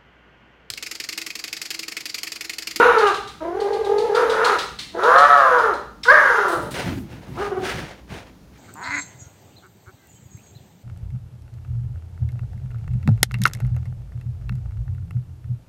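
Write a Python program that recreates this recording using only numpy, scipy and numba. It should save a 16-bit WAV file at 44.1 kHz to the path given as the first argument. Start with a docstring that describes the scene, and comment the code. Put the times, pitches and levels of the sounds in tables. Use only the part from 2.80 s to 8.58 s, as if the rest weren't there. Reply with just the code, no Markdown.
"""Small dog whining at a glass door

A small dog whines and yelps in a tiled room: rough, fluttering vocal folds through throat and mouth resonances.
Its claws tick as it dances on its hind legs: noisy cracks with short rings and bright skids.
Then it trots to a soft bed and digs: swells of coloured noise thump, drag and swish.
Echoes follow voice and claws; shaped noise hums quietly below."""
import sys
import numpy as np
from scipy import signal
from scipy.fft import rfft, irfft, next_fast_len
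from scipy.io import wavfile
from scipy.ndimage import uniform_filter1d
from numba import njit

SR = 44100
rng = np.random.default_rng(int(sys.argv[2]) if len(sys.argv) > 2 else 0)


def transcribe(u):
    """Save the signal u as a 16-bit wav file named by the first command-line argument.

    u: samples, shape (n,) or (channels, n), limited to [-1, 1]; the rate is SR.
    q: integer samples, one column per channel.
    """
    v = np.clip(np.atleast_2d(u).T, -1, 1)
    q = np.round(v * 32767).astype(np.int16)
    wavfile.write(sys.argv[1], SR, q)


def volts_from_db(level):
    """Convert decibel levels to linear amplitude ratios."""
    exponent = np.asarray(level, float) / 20
    return 10 ** exponent


N = 254898
TIME = np.arange(N) / SR

# Cries, one list each. Each row: time in s, pitch in Hz, throat level in dB, open mouth in dB above the throat,
# roughness (clipped to 0-1).
CRY_CURVES = [
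    [(0, 497, -12, 0.5, 0.6), (.1, 480.6, -21.5, 3.5, 0.61), (.18, 445.5, -19, -1.5, 0.34),
     (.24, 419, -18.5, 0, 0.48), (.275, 405.5, -26.5, 12.5, 0.04), (.33, 304, -33.5, 4, 0.6)],
    [(.608, 321.6, -35, 4, 0.13), (.625, 321.8, -26, -32, 0.42), (.73, 360.6, -31, -13, 0.2),
     (.77, 388, -25.5, -18, 0.32), (.84, 406, -22, -26, 0.4), (1.03, 393.8, -23.5, -27, 0.31),
     (1.11, 411.7, -19.5, -36, 0.35), (1.18, 419.7, -21, -43, 0.27), (1.24, 430, -18.5, -37, 0.34),
     (1.325, 408.2, -22.5, -15.5, 0.38), (1.37, 463.4, -18, -0.5, 0.54), (1.48, 447.6, -24.5, -4, 0.83),
     (1.71, 430.1, -24.5, 8, 0.6), (1.765, 300.7, -31.5, 6, 1.06), (1.82, 270.9, -56, -19, 0.98)],
    [(2.135, 319.4, -48, -16, 0.54), (2.15, 317.3, -29, -21, 0.71), (2.195, 350, -29, 2.5, 0.79),
     (2.28, 491.3, -16.5, 2.5, 0.38), (2.4, 560.7, -22.5, 13, .2), (2.5, 584.2, -25.5, 13, 0.34),
     (2.6, 559.2, -26, 13.5, 0.17), (2.7, 505.3, -21, 4.5, 0.32), (2.88, 429, -25.5, 5, 0.44),
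     (2.96, 259.4, -35, -0.5, 0.46)],
    [(3.255, 460, -38, 17.5, 0.51), (3.272, 467.5, -28, 3.5, 0.23), (3.288, 491.2, -18, 10, .2),
     (3.305, 547.2, -19, 13, .2), (3.33, 608.4, -12, 0.5, 0.23), (3.38, 584.5, -29.5, 16, 0.5),
     (3.45, 539.4, -26.5, 9.5, 0.62), (3.56, 425, -28, 8.5, 0.86), (3.735, 330, -27.5, 3, 0.68),
     (3.9, 285.4, -39.5, -17, .52)],
    [(4.57, 334.4, -34.5, -4.5, .6), (4.605, 385.2, -24.5, -8, .5), (4.655, 420, -39.5, 11.5, 0.15),
     (4.705, 350, -28, -26, .5), (4.74, 376.5, -29, -9.5, 0.41), (4.84, 376, -29, -18.5, 0.42),
     (4.87, 335, -67, -10, .3)],
]
# Pads and fur sliding. Each row: frequency in Hz, relative density in dB per Hz.
SKID_SPECTRUM = [(5000, -9), (7000, -4), (9000, 4.5), (12000, -7), (15500, -4.5)]


def rms_one(x):
    """Scale to unit power."""
    return x / np.sqrt(np.mean(x ** 2) + 1e-20)


def in_time(rows):
    """Columns of a table as curves over every sample."""
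    time_s, *columns = np.transpose(rows)
    return [np.interp(TIME, time_s, column) for column in columns]


def coloured(x, spectrum):
    """Shape by a spectrum in dB per Hz, then scale to unit power."""
    size = next_fast_len(N)
    hz, db = np.transpose(spectrum)
    log_hz = np.log(np.fft.rfftfreq(size, 1 / SR) + 1)
    shape = volts_from_db(np.interp(log_hz, np.log(hz), db))
    return rms_one(irfft(rfft(x, size) * shape, size)[:N])


def drift(rate_hz):
    """Slow chance: noise twice through a one-pole low-pass, scaled to unit power."""
    r = np.exp(-2 * np.pi * rate_hz / SR)
    noise = rng.standard_normal(N + SR)
    return rms_one(signal.lfilter([1], [1, -2 * r, r * r], noise)[SR:])  # first second settles


@njit
def glide(x, hz, r, rate):
    """One two-pole resonance whose centre moves sample by sample."""
    out = np.zeros(len(x))
    for i in range(2, len(x)):
        drive = (1 - r * r) / 2 * (x[i] - x[i - 2])
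        turn = 2 * r * np.cos(2 * np.pi * hz[i] / rate)
        out[i] = drive + turn * out[i - 1] - r * r * out[i - 2]
    return out


def resonate(x, modes, scale):
    """Parallel resonances with alternating signs, each applied twice for dark valleys."""
    out = 0
    for k, (centre, width_hz, db) in enumerate(modes):
        r = np.exp(-np.pi * width_hz / SR)
        hz = centre * scale
        once = glide(x, hz, r, SR)
        out = out + (-1) ** k * volts_from_db(db) * glide(once, hz, r, SR)
    return out


def evened(x):
    """Hold the level near 1 over a short window."""
    return x / np.sqrt(uniform_filter1d(x ** 2, size=3500) + 1e-9)


def manner(pitch_hz):
    """Which cry sounds, and its flutter, mouth resonance and rasp at every sample."""
    # One row per cry: flutter per s, flutter depth, mouth resonance in Hz at the highest pitch,
    # how far it follows the pitch (0-1), rasp in dB below the mouth, strong-weak alternation of rough pulses.
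    manners = [(42.08, 0.23, 1350, 0.04, -17, 0), (45, 0.76, 1338, 0.06, -20, 0.3),
               (142.5, 0.96, 1354, 0.08, -31, 0.2), (45.9, 0.82, 1670, 0.44, -47, 1.03),
               (17.94, 1.26, 1325, 0.28, -18, 0)]
    flutter_swell_s, flutter_at_edges = 0.15, 0.1
    sounding, rate, depth, mouth_hz, rasp_db, alternation = np.zeros((6, N))
    for cry, (per_s, deep, top_mouth_hz, follows, cry_rasp_db, alternates) in zip(CRY_CURVES, manners):
        start_s, end_s = cry[0][0], cry[-1][0]
        top_hz = max(row[1] for row in cry)
        since = TIME >= start_s
        # flutter grows in after the onset and fades before the end
        grown = np.clip(np.minimum(TIME - start_s, end_s - TIME) / flutter_swell_s, 0, 1)
        cry_depth = deep * (flutter_at_edges + (1 - flutter_at_edges) * grown)
        sounding = sounding + since * (TIME < end_s)
        rate = np.where(since, per_s, rate)
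        depth = np.where(since, cry_depth, depth)
        mouth_hz = np.where(since, top_mouth_hz * (pitch_hz / top_hz) ** follows, mouth_hz)
        rasp_db = np.where(since, cry_rasp_db, rasp_db)
        alternation = np.where(since, alternates, alternation)
    return sounding, rate, depth, mouth_hz, rasp_db, alternation


def voice():
    """Vocal folds with jitter, a second slower flutter and gated air, heard through throat and mouth."""
    # Each row: centre in Hz, width of one pass in Hz, level in dB.
    throat_modes = [(443, 286, 2.5), (750, 830, -7)]
    # Each row: multiple of the mouth resonance, width of one pass in Hz, level in dB.
    mouth_modes = [(.55, 432, 5), (0.76, 337, 8.5), (0.998, 301, 18), (1.33, 400, 1.5), (2.0, 302, -33)]
    # High resonances of the open mouth. Each row: centre in Hz, width of one pass in Hz, level in dB.
    rasp_modes = [(2220, 530, -1), (2780, 350, 2), (3830, 770, -6.5)]
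    # Air noise of the open mouth. Each row: frequency in Hz, relative density in dB per Hz.
    breath_spectrum = [(1180, -51.5), (2000, 0), (2200, -13.5), (2840, -9.5), (4180, -15), (4710, -16),
                       (6200, -16.5), (7290, -21.5), (7950, -33.5), (9680, -21.5), (15500, -37.5)]
    muzzle_cut_hz = 2050
    nasal_fades_db_per_db, nasal_fades_from_db = 0.36, -14.5

    pitch_hz, throat_db, mouth_db, rough = in_time(sum(map(list, CRY_CURVES), []))
    sounding, rate, depth, mouth_hz, rasp_db, alternation = manner(pitch_hz)
    sounding = uniform_filter1d(sounding * 1., size=400, mode="nearest")
    rough, depth = np.clip(rough, 0, 1), np.clip(depth, 0, 1.5)

    jitter = .04 * rough * drift(44.63) + 0.00803 * drift(6.42)
    phase = 2 * np.pi * np.cumsum(pitch_hz * (1 + jitter)) / SR
    # a slower wobble swings level and timing together: side lines, the upper one stronger
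    wander = 0.603 * rough * np.clip(50 / rate, 0, 1) * drift(12.01) + 0.0379 * drift(4.61)
    flutter = 2 * np.pi * np.cumsum(rate * (1 + wander)) / SR
    swing = 0.74 * depth * np.sin(flutter)
    pulses = sum(np.cos(k * phase + swing) / k ** .7 for k in np.arange(1, 9))
    pulses = pulses * (1 + depth * np.cos(flutter))
    pulses = pulses * (1 + alternation * rough ** 2 * np.cos(phase / 2))
    pulses = pulses * volts_from_db(3.8 * rough * drift(32))  # uneven strength from cycle to cycle
    air = (1 + 0.68 * np.cos(phase)) * rng.standard_normal(N)
    puffs = pulses + 4.0 * rough ** 1.5 * air

    # the upper throat resonance weakens as the mouth opens
    nasal = volts_from_db(-nasal_fades_db_per_db * np.clip(mouth_db - nasal_fades_from_db, 0, None))
    steady = np.ones(N)
    lower_throat = resonate(puffs, throat_modes[:1], steady)
    upper_throat = resonate(puffs, throat_modes[1:], steady)
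    throat = evened(lower_throat - nasal * upper_throat)
    rasp = volts_from_db(rasp_db) * evened(resonate(puffs, rasp_modes, steady))
    mouth = resonate(pulses + 8.0 * rough ** 1.5 * air, mouth_modes, mouth_hz)
    muzzle = signal.butter(4, muzzle_cut_hz, fs=SR, output="sos")
    mouth = evened(signal.sosfilt(muzzle, mouth))
    # breath follows mouth and roughness above a floor
    breath = coloured(air, breath_spectrum) * (volts_from_db(-32.5 + mouth_db + 15.0 * rough) + volts_from_db(-30.5))
    return sounding * volts_from_db(throat_db) * (throat + volts_from_db(mouth_db) * (mouth + rasp) + breath)


def hum():
    """The quiet room: broad noise and a low noise drone near 60 Hz."""
    # Each row: frequency in Hz, relative density in dB per Hz.
    hum_spectrum = [(15, -70.5), (25, -30), (54, -9.5), (127, -11), (147, -12.5), (284, -11.5), (359, -18),
                    (465, -21.5), (2010, -35.5), (7000, -41), (9100, -84.5), (15400, -120)]
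    hum_db, drone_db = -49.5, -50
    drone_spectrum = [(30, -33.5), (58, 14.5), (90, -6), (200, 1.0), (400, -34)]
    drone = coloured(rng.standard_normal(N), drone_spectrum)
    broad = coloured(rng.standard_normal(N), hum_spectrum)
    return volts_from_db(hum_db) * broad + volts_from_db(drone_db) * drone


def room(x):
    """A dense noise tail that builds up over a few ms, with separate decays for bass and treble."""
    bass_t60_s, treble_t60_s, split_hz, build_s = 0.5, 0.57, 1570, 0.0065
    after = TIME[:SR]
    low, high = [signal.sosfilt(signal.butter(2, split_hz, kind, fs=SR, output="sos"), rng.standard_normal(SR))
                 for kind in ("low", "high")]
    tail = low * volts_from_db(-60 * after / bass_t60_s) + high * volts_from_db(-60 * after / treble_t60_s)
    tail = tail * np.clip(after / build_s, 0, 1) ** 2
    power = np.sum(volts_from_db(-120 * after / bass_t60_s))
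    return signal.fftconvolve(x, tail / np.sqrt(power))[:N]


def skidding(after):
    """Envelope of a bright skid: a quick burst and a longer hiss."""
    return np.exp(-after / 0.0019) + 1.8 * np.exp(-after / 0.033)


def claws():
    """Each tick is a cluster of nails: a noisy crack, two bouncing rings, a dying scuff and a bright skid."""
    # Claws on tile and glass. Each row: time in s, relative level in dB, ring in Hz.
    ticks = [(0.183, -12.5, 4470), (0.268, -12, 3040), (0.3411, -17, 4060), (0.4748, -21, 3900),
             (0.8024, -20.5, 4350), (0.9308, -22, 4410), (1.047, -22, 3823), (1.1815, -17.5, 4460),
             (1.3483, -12, 4660), (1.4975, -12, 3851), (1.6459, -5.5, 4245), (1.7861, -9, 4150),
             (1.9894, -11.5, 4246), (2.2329, -15.5, 3803), (2.381, -9, 4195), (2.575, -17.5, 3433),
             (2.7852, -20.5, 4956), (2.9372, -24, 4124), (3.234, -12, 5323), (3.5186, -31.5, 3693)]
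    # Each row: frequency in Hz, relative density in dB per Hz.
    crack_spectrum = [(590, -43), (1000, -12), (1380, -9.5), (1900, -1.5), (2250, 0.5), (2630, -2.5),
                      (3690, 3), (9000, -15), (11700, -32), (19800, -120)]
    # Pads skid as it trots away. Each row: time in s, relative level in dB.
    pad_skids = [(3.3994, -53), (3.6794, -43), (3.7174, -46.5), (3.819, -51.5), (3.908, -43)]
    lead_s, tick_skid_db = .003, -37.5  # sounds begin lead_s before the listed time
    noise = coloured(rng.standard_normal(N), crack_spectrum)
    skid = coloured(rng.standard_normal(N), SKID_SPECTRUM)
    out = np.zeros(N)
    for s, db, ring_hz in ticks:
        after = np.clip(TIME - s + lead_s, 0, None)
        rise = 1 - np.exp(-(after / 0.0059) ** 2)
        crack = noise * (np.exp(-after / 0.003) + volts_from_db(-11.5) * np.exp(-after / 0.033))
        bounces = np.exp(-((after - .004) / .0012) ** 2) + .6 * np.exp(-((after - .008) / .001) ** 2)
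        ring = 1.02 * bounces * np.sin(2 * np.pi * ring_hz * after)
        tick = volts_from_db(db - 6) * (crack + ring)
        out += rise * (tick + volts_from_db(db + tick_skid_db) * skid * skidding(after))
    for s, db in pad_skids:
        after = np.clip(TIME - s + lead_s, 0, None)
        rise = 1 - np.exp(-(after / 0.0053) ** 2)
        out += volts_from_db(db) * rise * skidding(after) * (skid + volts_from_db(1) * noise)
    return out


def swell(s, db, hold_s, attack_s, t60_s):
    """Rise into the moment s, hold, then die away, slowly at first and then faster."""
    after = TIME - s
    fall_db = 60 * (np.clip(after - hold_s, 0, None) / t60_s) ** 1.35
    return volts_from_db(db - fall_db) * np.clip(1 + after / attack_s, 0, 1) ** 2


def digging():
    """Paws thump softly on floor and cushion while the cloth drags and swishes in lumps."""
    # Three spectra. Each row: frequency in Hz, relative density in dB per Hz.
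    thump_spectrum = [(30, -21), (60, 2), (120, 6), (200, 3.5), (350, -1.5), (600, -40)]
    cloth_spectrum = [(200, -9), (350, 3.5), (600, 3), (1000, -0.5), (1600, -29), (3500, -62)]
    swish_spectrum = [(590, -28), (1000, -33), (1120, -3.5), (1600, 1), (1930, -1), (2280, -2),
                      (6500, -15.5), (8450, -27), (14300, -120)]
    # Paws and body land. Each row: time of full level in s, level in dB, hold in s.
    landings = [(3.775, -37, .12), (3.926, -39, 0.074), (4.052, -27, 0.14), (4.318, -38.5, .03),
                (4.413, -50, .02), (4.494, -34.5, 0.021), (4.566, -39, 0.12), (4.786, -35, .1),
                (4.958, -32.5, 0.045), (5.32, -36.5, 0.014)]
    # Paw strokes through the cloth. Each row: time of full level in s, swish level in dB,
    # cloth drag in dB above it, rise in s, hold in s.
    strokes = [(3.947, -31.5, -1.5, .015, 0.061), (4.309, -49.5, -1, 0.067, .02),
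               (4.424, -51, 5.5, 0.045, .02), (4.594, -40.5, 2.5, 0.096, 0.051),
               (4.86, -30.5, -5.5, 0.076, .03), (4.989, -41.5, -1, .04, 0.032),
               (5.326, -41, 0, 0.067, 0.013), (5.737, -61, -13.5, 0.042, 0.047)]
    landing_attack_s, landing_t60_s = 0.039, 0.23
    swish_t60_s, drag_t60_s, skid_t60_s, skid_db = 0.42, 0.49, 0.34, -15
    thump, cloth, swish, skid = [coloured(rng.standard_normal(N), spectrum) for spectrum in
                                 (thump_spectrum, cloth_spectrum, swish_spectrum, SKID_SPECTRUM)]
    lumps = volts_from_db(2.0 * drift(14) + 1.24 * drift(150))
    thumps = thump * sum(swell(s, db, hold_s, landing_attack_s, landing_t60_s) for s, db, hold_s in landings)
    rubbing = np.zeros(N)
    for s, db, drag_db, rise_s, hold_s in strokes:
        rubbing += cloth * swell(s, db + drag_db, hold_s, rise_s, drag_t60_s)
        rubbing += swish * swell(s, db, hold_s, rise_s, swish_t60_s)
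        rubbing += skid * swell(s, db + skid_db, hold_s, rise_s, skid_t60_s)
    return thumps + lumps * rubbing


def scene():
    """The dog with its echoes, the digging and the hum, in one channel."""
    dog = voice() + claws()
    echoes = volts_from_db(-2) * room(dog)
    return (dog + echoes + digging() + hum())[None]


def band_limit(x):
    """A steep low-pass at the top of the band."""
    return signal.sosfilt(signal.butter(12, 15700, fs=SR, output="sos"), x)


def record(dry):
    """Soft saturation rounds the loudest peaks of the finished mix."""
    rounded = 1.25 * np.tanh(dry / 1.25)
    return band_limit(rounded)


dry = scene()
out = record(dry)
transcribe(out)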